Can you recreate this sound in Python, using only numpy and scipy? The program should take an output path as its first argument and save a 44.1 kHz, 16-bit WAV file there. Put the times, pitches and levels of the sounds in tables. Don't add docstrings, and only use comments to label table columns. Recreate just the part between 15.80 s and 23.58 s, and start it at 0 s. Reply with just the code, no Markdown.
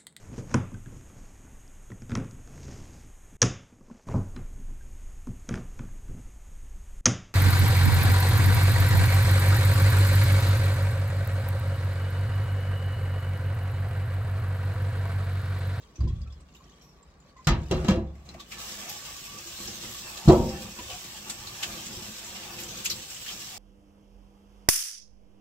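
import sys
import numpy as np
from scipy import signal
from scipy.fft import rfft, irfft, next_fast_len
from scipy.io import wavfile
from scipy.ndimage import uniform_filter1d, map_coordinates

SR = 44100
rng = np.random.default_rng(int(sys.argv[2]) if len(sys.argv) > 2 else 0)


def materialize(psi):
    bounded = np.clip(np.atleast_2d(psi).T, -1, 1)
    quanta = np.round(bounded * 32767).astype(np.int16)
    wavfile.write(sys.argv[1], SR, quanta)


def voltage_ratio(level):
    return 10 ** (np.asarray(level, float) / 20)


N = 343098

# [start_s, level_db]
TAP_OPENING = [(2.3, -69), (2.64, -68), (2.7, -54), (2.725, -46.5), (2.765, -51.5), (2.79, -43), (2.9, -41),
               (3.06, -42.5), (3.59, -44.5), (3.99, -41), (4.36, -41.5), (4.52, -44.5), (5.0, -45),
               (5.2, -42.5), (5.45, -45.5), (6.02, -41), (6.58, -44.5), (7.6, -42)]
# [frequency_hz, density_db per Hz]
SPRAY_TONE = [(590, -8.5), (1000, -5.5), (1160, -1.5), (1420, -9.5), (1550, -3), (1960, -8), (3010, 0.5),
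              (4520, -4.5), (7620, -3), (9380, -15), (12500, -8.5), (15100, -10.5), (16000, -4.5)]
# [pitch_hz, width_hz, level_db]
MESH_MODES = [(3270, 96, -25), (5450, 430, 19), (6920, 23, -36.5), (7720, 81, 24.5)]
# [frequency_hz, density_db per Hz]
GURGLE_TONE = [(210, -48), (350, 5.5), (426, -5), (515, 0.5), (810, 3.5), (1050, 0.5), (1160, 5.5),
               (1410, 0), (1900, -6.5), (2700, -2.5), (3250, -47), (5500, -120)]
# [frequency_hz, density_db per Hz]
DRUM_TONE = [(65, -22), (110, -6.5), (205, 7), (275, -8.5), (350, 4), (428, -16.5), (520, -5.5), (680, -37),
             (1140, -120)]
# [frequency_hz, density_db per Hz]
RUMBLE_TONE = [(12, -36), (20, 1), (49, 2.5), (125, 10.5), (160, -39), (280, -120)]
# [pitch_hz, width_hz, level_db]
WET_MODES = [(218, 34, -22), (488, 71, -15.5), (772, 120, -4.5), (1140, 13, -4.5), (1760, 12, 7.5),
             (3050, 530, 3.5)]
# [start_s, length_s, level_db, on bare steel over puddle steel_db]
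GUSHES = [(2.494, 0.075, -61.5, 8), (2.74, 0.34, -51, -8.5), (3.088, 0.24, -54, -15),
          (3.533, 0.05, -54.5, -0.5), (3.81, 0.3, -59.5, 8), (4.247, 0.28, -50, -12),
          (4.72, 0.14, -50.5, 4), (4.984, 0.035, -50.5, 0), (5.106, 0.046, -48, -10),
          (5.25, 0.16, -59, -0.5), (5.468, 0.29, -53, -5), (5.818, 0.027, -44.5, -37),
          (5.87, 0.42, -52.5, 2.5), (6.407, 0.34, -50, -9.5), (6.778, 0.22, -53, 3),
          (7.097, 0.077, -57.5, 9.5), (7.514, 0.049, -61, 10), (7.722, .1, -57, -7)]
# (gurgle_db, drumming_db, rumble_db)
THIN_STREAM_DB = (-64, -65, -64)
# [frequency_hz, left minus right difference_db]
TAP_BALANCE = [(60, 1.5), (240, 0), (950, 0.5), (3770, -1.0), (15000, -1)]
# [start_s, peak_db, colour_hz, t60_s]
SPLASHES = [(2.354, -52, 2100, .087), (2.456, -49.5, 6800, 0.16), (2.5425, -40.5, 2170, 0.078),
            (2.6, -33, 3600, 0.15), (2.719, -29.5, 2400, 0.18), (3.0917, -30, 5450, 0.21),
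            (3.671, -34, 7400, 0.14), (3.8751, -29.5, 5460, 0.2), (4.689, -31.5, 5270, 0.15),
            (4.989, -33, 2650, 0.14), (5.0995, -30.5, 2880, 0.28), (5.4985, -21, 8400, 0.11),
            (5.6707, -30, 4180, 0.14), (5.816, -36, 6500, 0.09), (5.831, -16.5, 3030, 0.098),
            (5.834, -24.5, 1610, 0.11), (6.391, -32, 7900, 0.057), (6.7885, -28, 2470, 0.12),
            (6.835, -27, 7800, .069), (6.8867, -32, 5890, 0.11), (7.046, -24, 8200, 0.03),
            (7.062, -24, 3300, 0.12), (7.1, -25, 4640, 0.15), (7.1124, -26, 4200, .12),
            (7.365, -33, 2850, 0.11), (7.4623, -32, 2850, 0.19), (7.505, -32, 3050, 0.12),
            (3.585, -32, 5740, .1), (4.375, -28.5, 4090, 0.05), (4.484, -22.5, 4100, 0.13),
            (4.522, -29, 7800, .1), (5.37, -32.5, 2880, .1), (6.061, -30, 7930, .1),
            (6.365, -36, 5000, 0.087), (6.443, -33, 7360, 0.19), (6.553, -32, 2800, .3),
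            (6.635, -36, 2800, 0.21), (6.975, -31.5, 6500, .08), (7.525, -31.5, 4800, .1)]
# [start_s, peak_db, colour_hz, t60_s]
SLAPS = [(7.057, -18, 2600, .07), (7.058, -17, 6700, .07), (7.059, -24, 4700, .07), (7.0985, -21, 5400, .1),
         (7.105, -23, 4600, .1), (7.112, -22, 4100, .12), (7.463, -32, 1750, .1), (7.479, -29, 3000, .12),
         (7.488, -28, 3150, .1), (7.345, -32, 7500, .15), (7.3, -34, 7400, .2), (7.075, -30, 7800, .08),
         (0.205, -52, 4900, .08), (0.275, -52, 4900, .08), (0.416, -51, 4900, .06), (0.473, -57, 3500, .05),
         (0.218, -56, 3500, .08), (0.75, -54, 12500, .2), (1.02, -58, 12500, .5), (3.095, -27, 13000, .12),
         (7.05, -22, 11500, .1), (7.1, -25, 12000, .12), (6.8, -31, 12000, .2)]
# [start_s, peak_db, pitch_hz, t60_s]
DROPS = [(0.0394, -70, 2700, .1), (0.1558, -48.5, 6130, 0.14), (0.158, -51, 5700, 0.14),
         (0.157, -55, 2500, .1), (0.205, -50, 4730, 0.12), (0.275, -53, 3300, 0.23),
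         (0.278, -51, 5000, 0.09), (0.298, -59, 3290, .1), (0.3576, -58, 3380, 0.23),
         (0.416, -49, 4840, .088), (0.434, -56, 3400, .07), (0.474, -54, 2550, .07),
         (0.295, -60, 1900, .12), (0.523, -50, 5100, 0.1), (0.604, -58, 8100, 0.16),
         (0.686, -56, 2730, .097), (0.7365, -57.5, 6950, 0.39), (0.748, -50, 2830, 0.13),
         (0.765, -54, 3700, 0.11), (0.84, -54, 5600, .06), (0.896, -56.5, 6200, 0.14),
         (0.921, -60, 3200, 0.14), (1.012, -53.5, 5670, 0.37), (1.09, -60.5, 5450, .35),
         (.93, -60, 3200, .3), (.5, -58, 3450, 0.28), (1.2276, -53, 7560, 0.058), (1.401, -57, 7100, 0.14),
         (1.492, -59, 4460, 0.13), (1.566, -55.5, 2000, 0.23), (1.58, -60, 6700, 0.2),
         (1.6442, -46, 4900, 0.15), (2.489, -37.5, 4090, 0.086), (2.515, -51, 5500, 0.071),
         (2.66, -54, 3000, .2), (2.27, -61, 3500, 0.26)]
# [start_s, peak_db, pitch_hz, t60_s]
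PLOPS = [(0.206, -38, 1050, 0.045), (0.208, -49, 1250, .04), (2.93, -47, 1140, .12),
         (3.22, -47, 1140, 0.11), (3.52, -46, 1140, .1), (3.68, -51, 1140, .1), (3.88, -48, 800, 0.16),
         (6.47, -46, 950, 0.17), (0.274, -38.5, 1010, 0.051), (0.303, -47, 1087, 0.072),
         (0.463, -53.5, 1314, 0.13), (0.806, -48, 1055, 0.073), (1.563, -44, 1050, 0.08),
         (1.59, -41.5, 1030, 0.1), (2.549, -28.5, 653, 0.033), (2.6, -38.5, 1145, 0.064),
         (2.779, -45, 1135, 0.11), (3.099, -44.5, 822, 0.21), (3.159, -40, 830, 0.076),
         (3.281, -44, 1140, 0.17), (3.357, -43.5, 1142, 0.11), (3.478, -48, 1140, 0.3),
         (3.801, -46, 1130, 0.15), (4.148, -42, 1120, 0.099), (4.989, -32.5, 980, 0.082),
         (3.655, -44, 338, 0.17)]
# [pitch_hz, level_db, t60_s]
PAN_MODES = [(1000, -5.0, .2), (1294, -13, 0.22), (1540, -33, 0.32), (1677, -15, 0.4), (1880, -21, 0.22),
             (1890, -14, 0.22), (2100, -27.0, 0.83), (2300, -21, 0.37), (2770, -8.5, 0.28),
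             (3234, -8.5, 0.22), (3980, -6.5, 0.25)]
# [pitch_hz, level_db, t60_s]
SINK_MODES = [(48.8, 2, 0.23), (69.53, -2.5, 1.36), (110, 5, 0.33), (141.7, 4.5, 0.37),
              (166.1, 3.5, 0.55), (84.1, -4.5, .4),
              (215.0, 8, 0.29), (242, -3.5, 0.51), (328.8, 8, 0.22), (363.2, 4.5, 0.23), (526, 0, 0.37),
               (571, -24, 0.25), (610.5, -5.0, 0.32), (658, -7.5, 0.56), (689, -4.5, 0.21), (772, -8, .5),
               (830, -14.0, 0.22), (920, -11, 0.53), (1120, -11.5, 0.24), (1300, -9, 0.14),
               (480, -4.5, 0.24), (870, -15, .3), (970, -11, 0.27), (1170, -12, 0.28)]
# [frequency_hz, t60_s]
SHUDDER_DECAY = [(40, 0.56), (150, 0.72), (600, 0.48), (1500, 0.35), (4000, 0.22), (10000, 0.052)]
BLOW_HZ = [60, 145, 400, 1000, 1800]
# [start_s, boom peak_db, hardness 0-1, nearness to the wall: extra body_db]
BUMPS = [
    (0.19, -19.5, 0.06, 0),
    (0.206, -12.5, 0.13, 1),
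    (0.237, -18.5, 0.68, 5),
    (0.285, -18.5, 0.65, -8),
    (0.35, -25.5, 0.33, -6),
    (0.408, -25, 0.46, -3),
]
# [start_s, boom peak_db, hardness 0-1, nearness to the wall: extra body_db]
SET_DOWN = [(1.67, -20.5, 0.94, -12), (1.686, -26.5, 0.94, -3.5), (1.709, -15.5, 0.075, -0.5),
            (1.749, -25, 0.38, -1), (1.911, -23, 0.82, 5), (1.949, -18, 0.2, -1), (2.045, -26, 0.66, -2),
            (2.083, -24, 0.9, -5), (2.105, -19, 0.64, 0), (2.158, -23, 0.4, -1), (2.19, -26, 0.31, -3)]
# [start_s, boom peak_db, hardness 0-1, nearness to the wall: extra body_db]
KNOCKS = [
    (4.456, -30, 0.2, 0),
    (4.4775, -11, 0.5, -3),
    (4.484, -14.5, 0.69, -6),
    (4.497, -20, 0.94, -2),
    (4.535, -27, 0.55, 3),
    (4.599, -20, 0.51, 0.5),
]
# [thud_db, body_db, ring_db, clank_db]
BUMP_FEEL = [(-16.5, -43.5, -34, -38.5), (-7, -26, -59, -32)]
# [thud_db, body_db, ring_db, clank_db]
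SET_DOWN_FEEL = [(-16.5, -13.5, -35.5, -44), (5, -0.5, 0.5, 5.5)]
# [thud_db, body_db, ring_db, clank_db]
KNOCK_FEEL = [(2, -25, -27, -46), (-7.5, 13, 5.5, -6)]
# [start_s, peak_db, pitch_hz, t60_s]
THUMPS = [(.24, -19, 143, 0.11), (1.676, -17, 151, 0.36), (0.18, -41, 322, 0.14), (.245, -38, 362, 0.21),
          (.23, -33.5, 222, 0.15), (.265, -46, 505, 0.11), (.3, -43.5, 370, 0.13),
          (1.672, -27.5, 780, 0.18), (1.672, -30, 915, 0.18), (1.69, -25, 340, 0.22),
          (1.93, -32, 522, 0.28), (2.09, -29, 522, 0.3), (2.17, -22.5, 330, 0.14), (4.49, -18, 690, 0.12),
          (4.525, -20, 530, 0.27), (4.58, -23, 240, 0.28), (4.62, -26, 372, 0.28), (4.55, -26.5, 926, .3),
          (4.62, -32, 522, 0.64), (4.7, -41, 790, 0.5), (4.62, -26, 112, 0.4), (4.66, -31, 215, 0.3),
          (4.478, -17, 215, .12), (4.498, -23, 985, 0.11), (2.15, -34, 665, 0.2), (2.18, -26.5, 215, 0.23),
          (.3, -27.5, 110, .4), (1.672, -27, 1400, 0.14), (1.674, -29, 1230, 0.18), (1.699, -17, 49, 0.22),
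          (1.913, -17, 368, .12), (2.0857, -5, 190, 0.12), (2.082, -29, 1030, .1), (2.082, -29, 1250, .1),
          (2.09, -35, 1680, .22), (2.092, -38, 2300, .15), (2.14, -30, 522, .3), (1.675, -31, 2020, .14),
          (1.672, -30, 1800, .15), (1.915, -35, 1250, .15), (4.5, -32, 1150, .2), (4.52, -27, 830, .2),
          (4.5, -26, 470, .2), (4.53, -37, 1300, .2), (4.54, -30, 610, .2), (4.4762, -3, 146, 0.11),
          (4.4842, -11, 322, 0.2), (4.478, -12, 90, .25)]
# [frequency_hz, density_db per Hz]
TRICKLE_TONE = [(880, -37), (1500, -2.5), (2320, 2.5), (2940, 1.5), (3280, 0), (3380, 1.5), (6240, -1.5),
                (8160, -5), (9100, -14), (16000, -15.5)]
# [start_s, length_s, rasp_db, rumble_db]
DRAGS = [
    (0.0, 0.048, -69, -74),
    (1.72, 0.17, -62, -56),
    (1.918, 0.21, -51.5, -31.5),
    (2.472, 0.12, -65, -53),
]
# [frequency_hz, density_db per Hz]
HUM_TONE = [(13, -41), (22, -24), (54, -0.5), (114, -16), (150, -5), (272, -16), (513, -18.5), (858, -23),
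            (1110, -20.5), (1380, -26), (2500, -34), (3250, -58), (5500, -120)]
# (pitch_hz, width_hz, level_db)
FAN_WHINE = (1142, 13, -73)
# [frequency_hz, level_db]
TREBLE_SHADING = [(7600, -1), (8600, -10.5), (9600, -16), (12000, -12.5), (16000, -15)]
# [frequency_hz, likeness 0-1]
LIKENESS = [(60, 0.97), (250, 0.95), (600, 0.76), (1200, 0.21), (2400, 0.098), (4500, 0.1), (9000, 0.092)]

GUSH_RISE_S, GUSH_FALL_S = 0.045, 0.042
DRAG_RISE_S, DRAG_FALL_S = 0.036, 0.032
CABINET_DB = -7
SPRAY_PATCH_DB, GURGLE_PATCH_DB, SURGE_DB = 3.4, 4.2, 0.6
DROP_HISS, DROP_SMEAR_HZ = 1.1, 190
TRICKLE_DB, SPATTER_DB, HUM_DB = -70, -58.5, -49.5
BAND_WIDTH, BAND_FLOOR_DB, EVEN_DB, EVEN_HZ = 0.045, -11, -5, 1300
WANDER_RAD, WANDER_HZ, WANDER_DB = 1.1, 30, 4
LAG_S = 4 / SR
CEILING, TOP_HZ = 0.93, 15760


def tap():
    spray_db = np.interp(np.arange(N) / SR, *np.transpose(TAP_OPENING))
    s, length, gush_db, steel_db = np.transpose(GUSHES)
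    gush = swells(s, length, GUSH_RISE_S, GUSH_FALL_S)
    pool, steel = gush(gush_db), gush(gush_db + steel_db)
    thin_gurgle, thin_drum, thin_rumble = voltage_ratio(np.array(THIN_STREAM_DB))
    opened = np.clip((np.arange(N) / SR - TAP_OPENING[0][0]) / 0.12, 0, 1)

    def rings(hz, body):
        return 1 + 5.9 * sum(voltage_ratio(db) * np.abs(peak(hz, c, w)) for c, w, db in body)

    spray = rush(lambda hz: voltage_ratio(along(SPRAY_TONE, hz)) * rings(hz, MESH_MODES) ** 0.24,
                 patchy_db=SPRAY_PATCH_DB, grain_db=1.0)
    spray = spray + voltage_ratio(-13.0) * bubbles(count=6000, centre_hz=4256, octaves=0.55, cycles=40, spread_db=-6.0)
    gurgle = rush(lambda hz: voltage_ratio(along(GURGLE_TONE, hz)) * rings(hz, WET_MODES),
                  patchy_db=GURGLE_PATCH_DB, grain_db=-0.1)
    drum = rush(lambda hz: voltage_ratio(along(DRUM_TONE, hz)) * rings(hz, WET_MODES), patchy_db=2.5, grain_db=-2.5)
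    rumble = unit(filtered(rng.standard_normal(N), lambda hz: voltage_ratio(along(RUMBLE_TONE, hz))))

    surge_db = SURGE_DB * (wobble(26) + wobble(35))
    water = voltage_ratio(spray_db + 2.0 + surge_db) * spray
    water = water + (thin_gurgle + pool) * voltage_ratio(-0.5 + 1.5 * wobble(25)) * gurgle
    water = water + (thin_drum + steel) * voltage_ratio(1.5 * wobble(18)) * drum
    water = water + (thin_rumble + voltage_ratio(CABINET_DB) * steel) * voltage_ratio(3 * wobble(10)) * rumble
    return filtered(opened * water, lambda hz: voltage_ratio(along(TAP_BALANCE, hz) / 2 * np.array([[1], [-1]])))


def splashes(rows, rise_s, broad, width):
    out, t = np.zeros((2, N)), np.arange(SR // 4) / SR
    crest_s = 3 * rise_s
    for s, db, colour_hz, t60 in rows:
        shape = np.where(t < crest_s, 0.83 * np.exp(t / rise_s - 3), voltage_ratio(-60 * (t - crest_s) / t60))
        grain_db = 0.51 * np.repeat(rng.standard_normal(len(t) // 25), 25)
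        grains = rng.standard_normal((2, len(t))) * voltage_ratio(grain_db)

        def tone(hz):
            colour = broad + np.abs(peak(hz, colour_hz, width * colour_hz)) ** 2
            return colour * voltage_ratio(along(TREBLE_SHADING, hz)) * hz ** 3 / (hz ** 3 + 1400 ** 3)

        add(out, s + 0.001022 - crest_s, voltage_ratio(db - 7.5) * unit(stereo(grains, tone)) * shape)
    return out


def drops():
    out, t = np.zeros((2, N)), np.arange(SR // 4) / SR
    for s, db, pitch_hz, t60 in DROPS:
        def tone(hz):
            colour = np.abs(peak(hz, pitch_hz, DROP_SMEAR_HZ)) ** 2 + 0.088 * DROP_HISS
            return colour * voltage_ratio(1.66 * along(TREBLE_SHADING, hz)) / (1 + (1800 / (hz + 1)) ** 4)

        shape = (1 - np.exp(-t / 0.0004)) * voltage_ratio(-60 * t / t60)
        add(out, s, voltage_ratio(db - 3.0) * unit(stereo(rng.standard_normal((2, len(t))), tone)) * shape)
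    for s, db, pitch_hz, t60 in PLOPS:
        shape = (1 - np.exp(-t / 0.003)) ** 2 * voltage_ratio(-60 * t / t60)
        add(out, s - 0.003, voltage_ratio(db + 1.2) * shape * np.sin(2 * np.pi * pitch_hz * t * (1 + 0.12 * t)))
    return out


def basin():
    out, t = np.zeros((2, N)), np.arange(5 * SR // 8) / SR
    clear = SINK_MODES + [(f, db - 3.0, t60) for f, db, t60 in PAN_MODES]
    mode_hz, level_db, t60 = np.transpose(clear)[..., None]
    mode_t60 = np.minimum(t60, 20 / np.sqrt(mode_hz))
    fading = voltage_ratio(level_db - 14.5 + 1.68 * np.log2(mode_hz / 200) - 60 * t / mode_t60)
    partner = 0.5 * np.sin(2 * np.pi * mode_hz * rng.normal(1, 0.011, mode_hz.shape) * t)
    modes = fading * (np.sin(2 * np.pi * mode_hz * t) + partner)

    grid_hz = np.geomspace(20, 6000, num=900)
    near_modes = np.abs(peak(grid_hz, mode_hz, BAND_WIDTH * mode_hz)) ** 2
    crowd = voltage_ratio(BAND_FLOOR_DB) + (voltage_ratio(0.5 * level_db) * near_modes).sum(axis=0)
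    crowd = np.where(grid_hz < EVEN_HZ, crowd, voltage_ratio(EVEN_DB))

    def dense_tone(hz):
        return voltage_ratio(along(TREBLE_SHADING, hz)) * np.interp(hz, grid_hz, crowd) * np.sqrt(SR / 2 / (hz + 30))

    onset = (1 - np.exp(-t / 0.00058)) * (1 - t / t[-1])
    for s, db, *above_db in contacts():
        colour = [(10, -62), (24, -8.0)] + list(zip(BLOW_HZ, [0, *above_db])) + [(16000, above_db[-1] + 5.0)]
        hz, when, z = signal.stft(rng.standard_normal((2, len(t) + 512)), SR, nperseg=1024)
        fade = voltage_ratio(-60 * when / along(SHUDDER_DECAY, hz)[:, None])
        dense = stereo(signal.istft(z * fade, SR, nperseg=1024)[1][:, :len(t)], dense_tone)
        ring = voltage_ratio(rng.normal(0, 3.5, len(modes))) @ modes
        blow = (ring + voltage_ratio(-4.2) * dense) * onset
        add(out, s, voltage_ratio(db) * causal(blow, lambda f: voltage_ratio(along(colour, f))))
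    return out


def contacts():
    for rows, (soft, hard) in (BUMPS, BUMP_FEEL), (SET_DOWN, SET_DOWN_FEEL), (KNOCKS, KNOCK_FEEL):
        for s, db, hardness, wall_db in rows:
            thud, body, ring, clank = np.add(soft, hardness * np.subtract(hard, soft))
            yield s, db, thud, body + wall_db, ring, clank


def thumps():
    out, t = np.zeros((2, N)), np.arange(SR // 2) / SR
    for s, db, pitch_hz, t60 in THUMPS:
        knots = rng.standard_normal((2, WANDER_HZ))
        drift, swell = [map_coordinates(row, [t * WANDER_HZ]) * np.clip(t / 0.05, 0, 1) for row in knots]
        level = voltage_ratio(db + WANDER_DB * swell - 60 * t / t60) * (1 - np.exp(-t / 0.0025))
        add(out, s, level * np.sin(2 * np.pi * pitch_hz * t + WANDER_RAD * drift))
    return out


def kitchen():
    s, length, rasp_db, rumble_db = np.transpose(DRAGS)
    drag = swells(s, length, DRAG_RISE_S, DRAG_FALL_S)
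    running = swells([TAP_OPENING[3][0]], [N / SR], rise_s=0.13, fall_s=1)
    trickle = rush(lambda hz: voltage_ratio(along(TRICKLE_TONE, hz)), patchy_db=4.0, grain_db=-2.0)
    trickle = trickle + voltage_ratio(-3.5) * bubbles(count=2000, centre_hz=4234, octaves=0.62, cycles=39, spread_db=0.5)
    hum = rush(lambda hz: voltage_ratio(along(HUM_TONE, hz)), patchy_db=2.5, grain_db=0.5)
    whine_hz, width_hz, whine_db = FAN_WHINE
    whine = unit(filtered(rng.standard_normal(N), lambda hz: peak(hz, whine_hz, width_hz) ** 2))
    patter = (voltage_ratio(TRICKLE_DB) + running([SPATTER_DB]) + drag(rasp_db)) * voltage_ratio(1.0 + 2 * wobble(14))
    room = (voltage_ratio(HUM_DB) + drag(rumble_db)) * voltage_ratio(-7.0)
    return patter * trickle + room * hum + voltage_ratio(whine_db) * whine


def bubbles(count, centre_hz, octaves, cycles, spread_db):
    when_where = rng.random((count, 2))
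    hz = np.clip(centre_hz * 2 ** (octaves * rng.standard_normal((count, 1))), 500, 8000)
    level = voltage_ratio(spread_db * np.minimum(rng.exponential(size=(count, 1)), 3))
    t = np.arange(500) / SR
    turns = hz * t
    envelope = level * turns * np.exp(-3 * turns / cycles)
    grain = envelope * np.sin(2 * np.pi * turns * (1 + 0.0097 * turns / cycles))
    at = (when_where[:, :1] * N).astype(int) + np.arange(len(t))
    angle = when_where[:, 1:] * np.pi / 2
    sides = np.cos(angle), np.sin(angle)
    return unit(np.array([np.bincount(at.ravel(), (grain * side).ravel(), N)[:N] for side in sides]))


def rush(gain, patchy_db, grain_db):
    z = signal.stft(rng.standard_normal((2, N)), nperseg=1024)[2]
    field = uniform_filter1d(rng.standard_normal(z.shape[1:]), size=2, axis=0)
    field = uniform_filter1d(field, size=6, axis=1)
    pair = signal.istft(z * voltage_ratio(patchy_db * unit(field)), nperseg=1024)[1][:, :N]
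    return unit(stereo(pair * voltage_ratio(grain_db * wobble(400)), gain))


def swells(starts, lengths, rise_s, fall_s):
    at = np.arange(0, N, 64)
    t = at / SR - np.c_[starts]
    rows = np.clip(t / rise_s + 1, 0, 1) ** 2 * np.exp(-np.maximum(t - np.c_[lengths], 0) / fall_s)
    return lambda db: np.interp(np.arange(N), at, voltage_ratio(db) @ rows)


def wobble(rate):
    at = np.arange(0, N + 16, 16)
    knots = rng.standard_normal(int(N * rate / SR) + 4)
    return np.interp(np.arange(N), at, map_coordinates(knots, [at * rate / SR]))


def stereo(pair, gain):
    def spread(hz):
        turn = np.arccos(np.clip(along(LIKENESS, hz), -1, 1)) / 2
        return gain(hz) * np.array([np.cos(turn), np.sin(turn)])

    mid, side = filtered(pair, spread)
    return np.array([mid + side, mid - side])


def from_side(x, side):
    ports = np.array([[1], [-1]])
    return filtered(x, lambda hz: np.exp(-1j * np.pi * hz * LAG_S * side * ports))


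def peak(hz, centre_hz, width_hz):
    return 1j * hz * width_hz / (centre_hz ** 2 - hz ** 2 + 1j * hz * width_hz)


def causal(x, gain):
    m = 8192
    cepstrum = irfft(np.log(gain(np.fft.rfftfreq(m, 1 / SR)) + 1e-6))
    cepstrum[1:m // 2] *= 2
    cepstrum[m // 2 + 1:] = 0
    impulse = irfft(np.exp(rfft(cepstrum)))
    return signal.fftconvolve(x, impulse[None], axes=1)[:, :x.shape[-1]]


def filtered(x, response):
    m = next_fast_len(x.shape[-1] + 4096)
    return irfft(rfft(x, m) * response(np.fft.rfftfreq(m, 1 / SR)), m)[..., :x.shape[-1]]


def along(points, hz):
    f, v = np.transpose(points)
    return np.interp(np.log(hz + 1), np.log(f + 1), v)


def unit(x):
    return x / np.sqrt(np.mean(x ** 2) + 1e-20)


def add(track, s, sound):
    at = max(round(s * SR), 0)
    track[:, at:at + sound.shape[-1]] += sound[..., :N - at]


def scene():
    left = tap() + splashes(SPLASHES, rise_s=0.004, broad=0.33, width=0.22)
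    left = left + splashes(SLAPS, rise_s=0.0005, broad=0.16, width=0.2)
    right = drops() + basin() + thumps() + kitchen()
    return from_side(left, side=-0.81) + from_side(right, side=0.83)


def roll_off(x):
    return signal.sosfilt(signal.butter(12, 15850, fs=SR, output="sos"), x)


def record(dry):
    rounded = dry / (1 + np.abs(dry / CEILING) ** 10) ** (1 / 10)
    mix = filtered(rounded, lambda hz: hz < TOP_HZ)
    return roll_off(mix)


dry = scene()
out = record(dry)
materialize(out)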